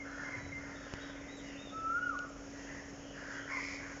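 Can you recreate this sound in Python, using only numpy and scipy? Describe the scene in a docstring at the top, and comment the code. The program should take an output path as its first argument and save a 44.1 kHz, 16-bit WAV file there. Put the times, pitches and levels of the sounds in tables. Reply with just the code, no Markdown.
"""Birds in a grove

One loud whistle rises and falls among hoarse crows (rasping pulses through throat and beak), a yelp,
soft pips, thin chirps and far twittering. Trees throw the calls back. Close by are a steady hum,
faint fast ticking and a few handling noises, over far insects and the hiss of the open air."""
import sys
import numpy as np
from scipy import signal
from scipy.fft import rfft, irfft
from scipy.io import wavfile
from scipy.ndimage import uniform_filter1d

SR = 44100
rng = np.random.default_rng(int(sys.argv[2]) if len(sys.argv) > 2 else 0)


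def waveform_to_disk(signal):
    """Save audio, clipped to [-1, 1], as 16-bit WAV at the path in sys.argv[1]."""
    frames = np.transpose(np.atleast_2d(signal))
    scaled = np.clip(frames, -1, 1) * 32767
    samples = np.round(scaled).astype(np.int16)
    wavfile.write(sys.argv[1], SR, samples)


N = 176400
T = np.arange(N) / SR


def amp(db):
    """Decibels to gain."""
    return 10 ** (np.asarray(db) / 20)


def unit(x):
    """Scale to rms 1."""
    return x / np.sqrt(np.mean(x ** 2) + 1e-20)


def at_time(points, s):
    """Interpolate a curve in time."""
    return np.interp(s, *np.transpose(points))


def at_hz(points, hz):
    """Interpolate a spectrum in log frequency."""
    freq_hz, value = np.transpose(points)
    return np.interp(np.log(hz + 1), np.log(freq_hz + 1), value)


def add(mix, start_s, sound):
    """Mix a sound in at start_s."""
    part = mix[max(round(start_s * SR), 0):][:len(sound)]
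    part += sound[:len(part)]


def colour(x, points):
    """Filter by a spectrum in dB."""
    return irfft(rfft(x) * amp(at_hz(points, np.fft.rfftfreq(len(x), 1 / SR))), len(x))


def wander(size, hz):
    """Random drift up to about hz, rms near 1."""
    lowpass = np.exp(-(np.fft.rfftfreq(N, 1 / SR) / hz) ** 2)
    return unit(irfft(rfft(rng.standard_normal(N)) * lowpass, N))[:size]


def resonate(x, hz, width_hz):
    """Two equal resonators in series, rms 1."""
    b, a = signal.iirpeak(hz, hz / width_hz, SR)
    return unit(signal.lfilter(b, a, signal.lfilter(b, a, x)))


def band(x, hz, width_hz):
    """Flat-topped band-pass, rms 1."""
    sos = signal.butter(3, [hz - width_hz / 2, hz + width_hz / 2], "band", fs=SR, output="sos")
    return unit(signal.sosfilt(sos, x))


def swell(u, rise, fall):
    """Attack, hold and release over u = 0..1; rise and fall are shares of the length."""
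    return np.sin(np.pi / 2 * np.clip(np.minimum(u / rise, (1 - u) / fall), 0, 1))


def phase_of(hz):
    """Pitch curve to phase in radians."""
    return 2 * np.pi * np.cumsum(hz) / SR


# freq_hz, t60_s
GROVE_DECAY = [(500, 0.47), (1400, 1), (3500, 0.52), (8000, 0.2)]


def grove_reverb(x, wet_db):
    """Diffuse tail scattered by trunks and leaves."""
    hz, t, spectra = signal.stft(rng.standard_normal(SR), SR, nperseg=256)
    decay = amp(-60 * t / at_hz(GROVE_DECAY, hz)[:, None])
    onset = np.minimum(t / 0.027, 1)
    tail = signal.istft(spectra * decay * onset, SR, nperseg=256)[1]
    return amp(wet_db) * signal.fftconvolve(x, tail / np.linalg.norm(tail))[:N]


def tree_echoes(x, echoes):
    """Distinct reflections from the trees."""
    out = np.zeros(N)
    for delay_s, db in echoes:
        add(out, delay_s, amp(db) * x)
    return out


def leaf_scatter(x, wet_db, peak_s):
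    """A cloud of small reflections from foliage, strongest at peak_s."""
    u = T[:SR // 2] / peak_s
    cloud = unit(u * np.exp(-u) * rng.standard_normal(len(u))) / np.sqrt(len(u))
    return amp(wet_db) * signal.fftconvolve(x, cloud)[:N]


# freq_hz, density_db
AIR_SPECTRUM = [(15, -27.5), (30, -14.5), (47, -9), (68, -11.5), (105, -10.5), (140, -10.5), (220, -10),
                (350, -12.5), (560, -12), (780, -17.5), (1050, -21.5), (1450, -18.5), (1950, -22.5),
                (2400, -25.5), (3000, -28), (3700, -37.5), (4200, -38.5), (5000, -32), (5300, -28.5),
                (5900, -28), (6550, -27.5), (7150, -31.5), (7600, -43.5)]
# time_s, gain_db
TREBLE_SWELL = [(0, 1), (.25, 3), (1.1, 0.5), (1.4, 2), (2.3, 1), (2.6, 5.5), (3.2, 2), (4, 6)]


def air(level_db=-52):
    """Open-air noise; its treble swells slowly."""
    hz, t, spectra = signal.stft(rng.standard_normal(N), SR, nperseg=2048, noverlap=1536)
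    treble_db = np.clip(hz / 2000 - 1, 0, 1)[:, None] * at_time(TREBLE_SWELL, t)
    spectra *= amp(at_hz(AIR_SPECTRUM, hz)[:, None] + treble_db)
    return amp(level_db) * unit(signal.istft(spectra, SR, nperseg=2048, noverlap=1536)[1][:N])


# centre_hz, level_db
INSECT_BANDS = [(5430, -75.5), (6540, -72)]


def insects():
    """Two narrow bands of far shrilling that swell with the treble of the air."""
    shrill = sum(amp(db) * band(rng.standard_normal(N), hz, width_hz=150) for hz, db in INSECT_BANDS)
    return amp(at_time(TREBLE_SWELL, T)) * shrill


# pitch_hz, level_db
HUM_TONES = [(279.7, -52), (47.3, -64), (141.5, -70)]


def hum(waver_db=1.16):
    """One low tone and two fainter, deeper ones, each wavering slightly in level."""
    return sum(np.sqrt(2) * amp(db + waver_db * wander(N, hz=5.7)) * np.sin(2 * np.pi * hz * T)
               for hz, db in HUM_TONES)


def ticking(first_s=0.0608, period_s=0.05752, pitch_hz=559, rise_s=0.0018, level_db=-44.5):
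    """Dull, regular ticks of a few cycles each."""
    out, t = np.zeros(N), T[:SR // 40]
    tick = t / rise_s * np.exp(1 - t / rise_s) * np.sin(2 * np.pi * pitch_hz * t)
    for start_s in np.arange(first_s, T[-1], period_s):
        add(out, start_s, amp(level_db + 0.5 * rng.standard_normal()) * tick)
    return out


# time_s, level_db
RUMBLE_LEVEL = [(.32, -86), (.37, -48.5), (.57, -53.5), (.66, -58.5), (.75, -66)]
# start_s, snap_db, thump_db
HANDLING_CLICKS = [(.938, -41, -26), (2.19, -45, -59)]
# freq_hz, gain_db
SNAP_EQ = [(500, -6), (1800, -5), (2900, 9.5), (3900, -2), (4700, 0.5), (6600, 5), (7600, -8)]


def handling(snap_s=0.0012, thump_s=0.002):
    """Hand noise at the microphone: a brief swell of rumble and two dry clicks."""
    out = amp(at_time(RUMBLE_LEVEL, T)) * resonate(rng.standard_normal(N), hz=74, width_hz=83)
    snaps, t = np.zeros(N), T[:SR // 30]
    for start_s, snap_db, thump_db in HANDLING_CLICKS:
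        add(snaps, start_s, 2 * amp(snap_db) * np.exp(-t / snap_s) * rng.standard_normal(len(t)))
        add(out, start_s, amp(thump_db) * (1 - t / thump_s) * np.exp(-t / thump_s))
    return out + colour(snaps, SNAP_EQ)


# start_s, length_s, centre_hz, level_db
TWITTER_BOUTS = [(0.761, .44, 3200, -65.5), (1.421, 0.21, 2756, -62), (2.51, 0.22, 2954, -66.5),
                 (2.94, .26, 2936, -64), (3.3, .15, 3143, -62.5)]


def twitter(notes_per_s=70, note_s=0.03):
    """Far small birds: swelling bouts of quick random glides, mostly reverberation."""
    out, u = np.zeros(N), np.arange(0, note_s, 1 / SR) / note_s
    for start_s, length_s, hz, db in TWITTER_BOUTS:
        onsets_s = np.arange(start_s, start_s + length_s - note_s, 1 / notes_per_s)
        for onset_s, (lag, detune, glide) in zip(onsets_s, rng.standard_normal((90, 3))):
            pitch_hz = hz * (1 + 0.065 * detune + 0.2 * glide * (u - 0.5))
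            level = amp(db) * swell((onset_s - start_s) / length_s, rise=0.5, fall=0.5)
            add(out, onset_s + 0.005 * lag, level * np.sin(np.pi * u) * np.sin(phase_of(pitch_hz)))
    return out + grove_reverb(out, wet_db=1.5)


# start_s, length_s, first_hz, middle_hz, last_hz, level_db
CHIRP_NOTES = [(.735, .125, 3560, 3800, 3520, -69.5), (.74, .18, 3560, 3380, 3270, -71),
               (.985, .14, 3470, 3850, 3350, -64.5), (1.275, .135, 3520, 3900, 3480, -63.5),
               (1.38, .11, 3700, 2930, 2850, -67), (1.57, .135, 3480, 3730, 3450, -60),
               (1.49, .085, 2800, 2850, 2720, -60.5), (.05, .36, 4130, 4080, 3980, -78),
               (.36, .19, 4000, 3920, 3790, -75.5), (.03, .38, 3270, 3290, 3170, -76),
               (2.27, .04, 7150, 7250, 7050, -68), (1.362, .045, 7800, 7300, 6750, -67),
               (3.29, .06, 7030, 7130, 7160, -69), (3.3, .06, 2830, 2850, 2880, -64)]


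def chirps(flutter_db=2.5, octave_db=-22, echo_s=0.105, echo_db=-11):
    """Small birds: thin, fluttering arches and slides of pitch, blurred by foliage."""
    out = np.zeros(N)
    for start_s, length_s, first_hz, middle_hz, last_hz, db in CHIRP_NOTES:
        u = np.arange(0, length_s, 1 / SR) / length_s
        pitch_hz = middle_hz + (np.where(u < 0.5, first_hz, last_hz) - middle_hz) * (2 * u - 1) ** 2
        phase = phase_of(pitch_hz * (1 + 0.0055 * wander(len(u), hz=120)))
        level = amp(db + flutter_db * wander(len(u), hz=57)) * swell(u, rise=0.2, fall=0.037)
        add(out, start_s, np.sqrt(2) * level * (np.sin(phase) + amp(octave_db) * np.sin(2 * phase)))
    out += leaf_scatter(out, wet_db=-7, peak_s=0.007)
    return out + grove_reverb(out, wet_db=-10) + tree_echoes(out, [(echo_s, echo_db)])


# start_s, length_s, pitch_hz, level_db
PIP_NOTES = [(0, 0.042, 2040, -46.5), (0.238, 0.11, 2091, -47), (0.323, 0.044, 2006, -45),
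             (0.517, 0.099, 2068, -45.5)]


def pips(drop_hz=173, drop_s=0.01804, climb_hz_per_s=1100, waver_hz=20, waver_db=1):
    """Short clear notes that drop onto their pitch and creep up again."""
    out = np.zeros(N)
    for start_s, length_s, hz, db in PIP_NOTES:
        t = np.arange(0, length_s, 1 / SR)
        pitch_hz = hz + drop_hz * np.exp(-t / drop_s) + climb_hz_per_s * (t - length_s / 2)
        level = amp(db + waver_db * wander(len(t), hz=60)) * swell(t / length_s, rise=0.13, fall=0.59)
        phase = phase_of(pitch_hz + waver_hz * wander(len(t), hz=80))
        add(out, start_s, np.sqrt(2) * level * np.sin(phase))
    return out + grove_reverb(out, wet_db=-13)


# start_s, length_s, first_hz, last_hz, level_db, octave_db
YELP_NOTE = (3.5, 0.11, 1100.5, 1001, -48.5, 5)


def yelp(jitter=0.019):
    """One short, unsteady nasal note with a strong octave, sinking in pitch."""
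    start_s, length_s, first_hz, last_hz, db, octave_db = YELP_NOTE
    out, u = np.zeros(N), np.arange(0, length_s, 1 / SR) / length_s
    phase = phase_of((first_hz + (last_hz - first_hz) * u) * (1 + jitter * wander(len(u), hz=150)))
    voice = np.sin(phase) + amp(octave_db) * np.sin(2 * phase)
    add(out, start_s, np.sqrt(2) * amp(db) * swell(u, rise=0.35, fall=0.2) * voice)
    return out + leaf_scatter(out, wet_db=-3.5, peak_s=0.0073)


# start_s, length_s, pitch_hz, beak_hz, beak_width_hz, level_db, throat_db, treble_db, roughness
CROW_CAWS = [(0.028, 0.2, 491, 1518, 420, -49.5, -15.5, -21, 0.62),
             (0.168, 0.13, 440, 1670, 453, -48.5, -9.5, -16, 0.56),
             (0.271, 0.14, 502.4, 1970, 503, -51.5, -6, -17, 0.5),
             (0.544, 0.26, 465, 1590, 726, -54.5, -8.5, -13, 0.6),
             (0.757, 0.37, 520, 1540, 815, -53.5, -6, -11, 0.72),
             (1.13, 0.19, 519, 2040, 596, -58, -11, -25, 0.59),
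             (1.404, 0.15, 490, 1984, 507, -57.5, -29.5, -8.5, 0.46),
             (2.518, 0.21, 468.6, 1800, 535, -58, -10.5, -18, 0.46),
             (2.659, 0.15, 490, 1850, 429, -53.5, -11, -19, 0.67),
             (3.125, 0.23, 552, 1667, 544, -50.5, -14.5, -12.5, 0.76),
             (3.27, 0.14, 560, 1635, 540, -47.5, -14.5, -14, 0.84),
             (3.468, 0.054, 477.7, 1640, 560, -46.5, -14, -42, 0.48),
             (3.484, 0.14, 531, 2113, 420, -44.5, -8, -12, 0.65),
             (3.57, 0.21, 559, 2150, 480, -48, -13.5, -6, 0.76),
             (3.786, 0.16, 560, 1690, 656, -51.5, -8, -21, 0.67)]
# freq_hz, gain_db
CAW_TREBLE_EQ = [(2300, -35), (2900, -4.5), (3900, -11.5), (4600, -3.5), (5100, 1.5), (6000, -4.5),
                 (6700, -0.5), (7600, -14.5)]
# freq_hz, gain_db
CAW_REVERB_EQ = [(1100, -7.5), (1450, -4.5), (7000, 0.5)]


def crows(sag=0.0895, jitter=0.035, rasp_hz=86.4, rasp_depth=0.32):
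    """Sagging, jittery pulses and hiss, chopped by a fast rasp, through throat and beak."""
    out = np.zeros(N)
    for start_s, length_s, hz, beak_hz, width_hz, db, throat_db, treble_db, rough in CROW_CAWS:
        u = np.arange(0, length_s, 1 / SR) / length_s
        n = len(u)
        phase = phase_of(hz * (1 + sag * (0.5 - u) + jitter * rough * wander(n, hz=150)))
        pulses = unit(sum(np.cos(k * phase) for k in range(1, 15)))
        rasp = 1 + rasp_depth * np.cos(phase_of(rasp_hz * (1 + 0.16 * wander(n, hz=33))))
        drive = ((1 - rough) * pulses + 2 * rough * rng.standard_normal(N)[:n]) * rasp
        beak = band(drive, beak_hz, width_hz)
        throat = amp(throat_db) * resonate(drive, hz=1033, width_hz=410)
        treble = amp(treble_db) * unit(colour(drive, CAW_TREBLE_EQ))
        level = amp(db) * swell(u, rise=0.41 * rough + 0.01, fall=0.1)
        add(out, start_s, level * (beak + throat + treble))
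    return out + grove_reverb(colour(out, CAW_REVERB_EQ), wet_db=-3.5)


# time_s, pitch_hz, level_db
WHISTLE_CONTOUR = [(1.715, 1272, -60), (1.731, 1283, -50.5), (1.763, 1310, -41.5), (1.817, 1315, -41.5),
                   (1.873, 1318, -34.5), (1.891, 1329, -46), (1.903, 1337, -32.5), (1.939, 1379, -36.5),
                   (1.967, 1413, -31), (1.993, 1446, -39), (2.002, 1427, -53.5), (2.033, 1449, -33),
                   (2.057, 1460, -41.5), (2.071, 1427, -31), (2.085, 1410, -47.5), (2.095, 1388, -31.5),
                   (2.111, 1330, -41), (2.129, 1248, -40.5), (2.163, 1090, -47), (2.17, 1065, -56)]
# time_s, relative_db
OCTAVE_LEVEL = [(1.76, -25.5), (1.88, -34), (1.98, -40), (2.015, -22), (2.06, -25), (2.11, -36)]
# freq_hz, gain_db
SCATTER_EQ = [(1080, 1), (1270, 2.5), (1330, -4.5), (1420, -6), (1500, -3)]
# delay_s, gain_db
ECHO_TAPS = [(0.067, -19), (0.127, -4.5), (.172, -9.5), (0.359, -32)]
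# freq_hz, gain_db
ECHO_EQ = [(1100, -16.5), (1310, -12), (1400, -14.5), (1450, 3.5), (1550, -0.5)]


def whistler(gain_db=-0.5, fall_start_s=2.1, flutter_db=4):
    """The loud bird: a nearly pure tone that climbs, swells and breaks up as it drops into its echoes."""
    time_s, hz, db = np.transpose(WHISTLE_CONTOUR)
    phase = phase_of(np.interp(T, time_s, hz))
    gate = (T > time_s[0]) * (T < time_s[-1])
    level = uniform_filter1d(amp(np.interp(T, time_s, db + gain_db)) * gate, size=250)
    level *= amp(flutter_db * wander(N, hz=110) * (T > fall_start_s))
    tone = np.sqrt(2) * level * np.sin(phase)
    octave = np.sqrt(2) * level * amp(at_time(OCTAVE_LEVEL, T)) * np.sin(2 * phase)
    scatter = leaf_scatter(colour(tone, SCATTER_EQ), wet_db=-10, peak_s=0.055)
    echoes = tree_echoes(colour(tone, ECHO_EQ), ECHO_TAPS)
    return tone + octave + scatter + echoes + grove_reverb(tone + octave, wet_db=-16.5)


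def scene():
    """Mono sum of all sources."""
    birds = whistler() + crows() + yelp() + pips() + chirps() + twitter()
    return (birds + air() + insects() + hum() + ticking() + handling())[None]


def record(dry, cutoff_hz=7480, hiss_db=-89.5, hiss_cutoff_hz=15700):
    """Band limit, plus a very faint hiss that reaches higher."""
    lowpass = signal.firwin(151, cutoff_hz, window=("kaiser", 6), fs=SR)
    hiss_lowpass = signal.firwin(401, hiss_cutoff_hz, window=("kaiser", 8), fs=SR)
    limited = signal.oaconvolve(dry, lowpass[None], "same")
    hiss = amp(hiss_db) * rng.standard_normal(dry.shape)
    return signal.oaconvolve(limited + hiss, hiss_lowpass[None], "same")


dry = scene()
out = record(dry)
waveform_to_disk(out)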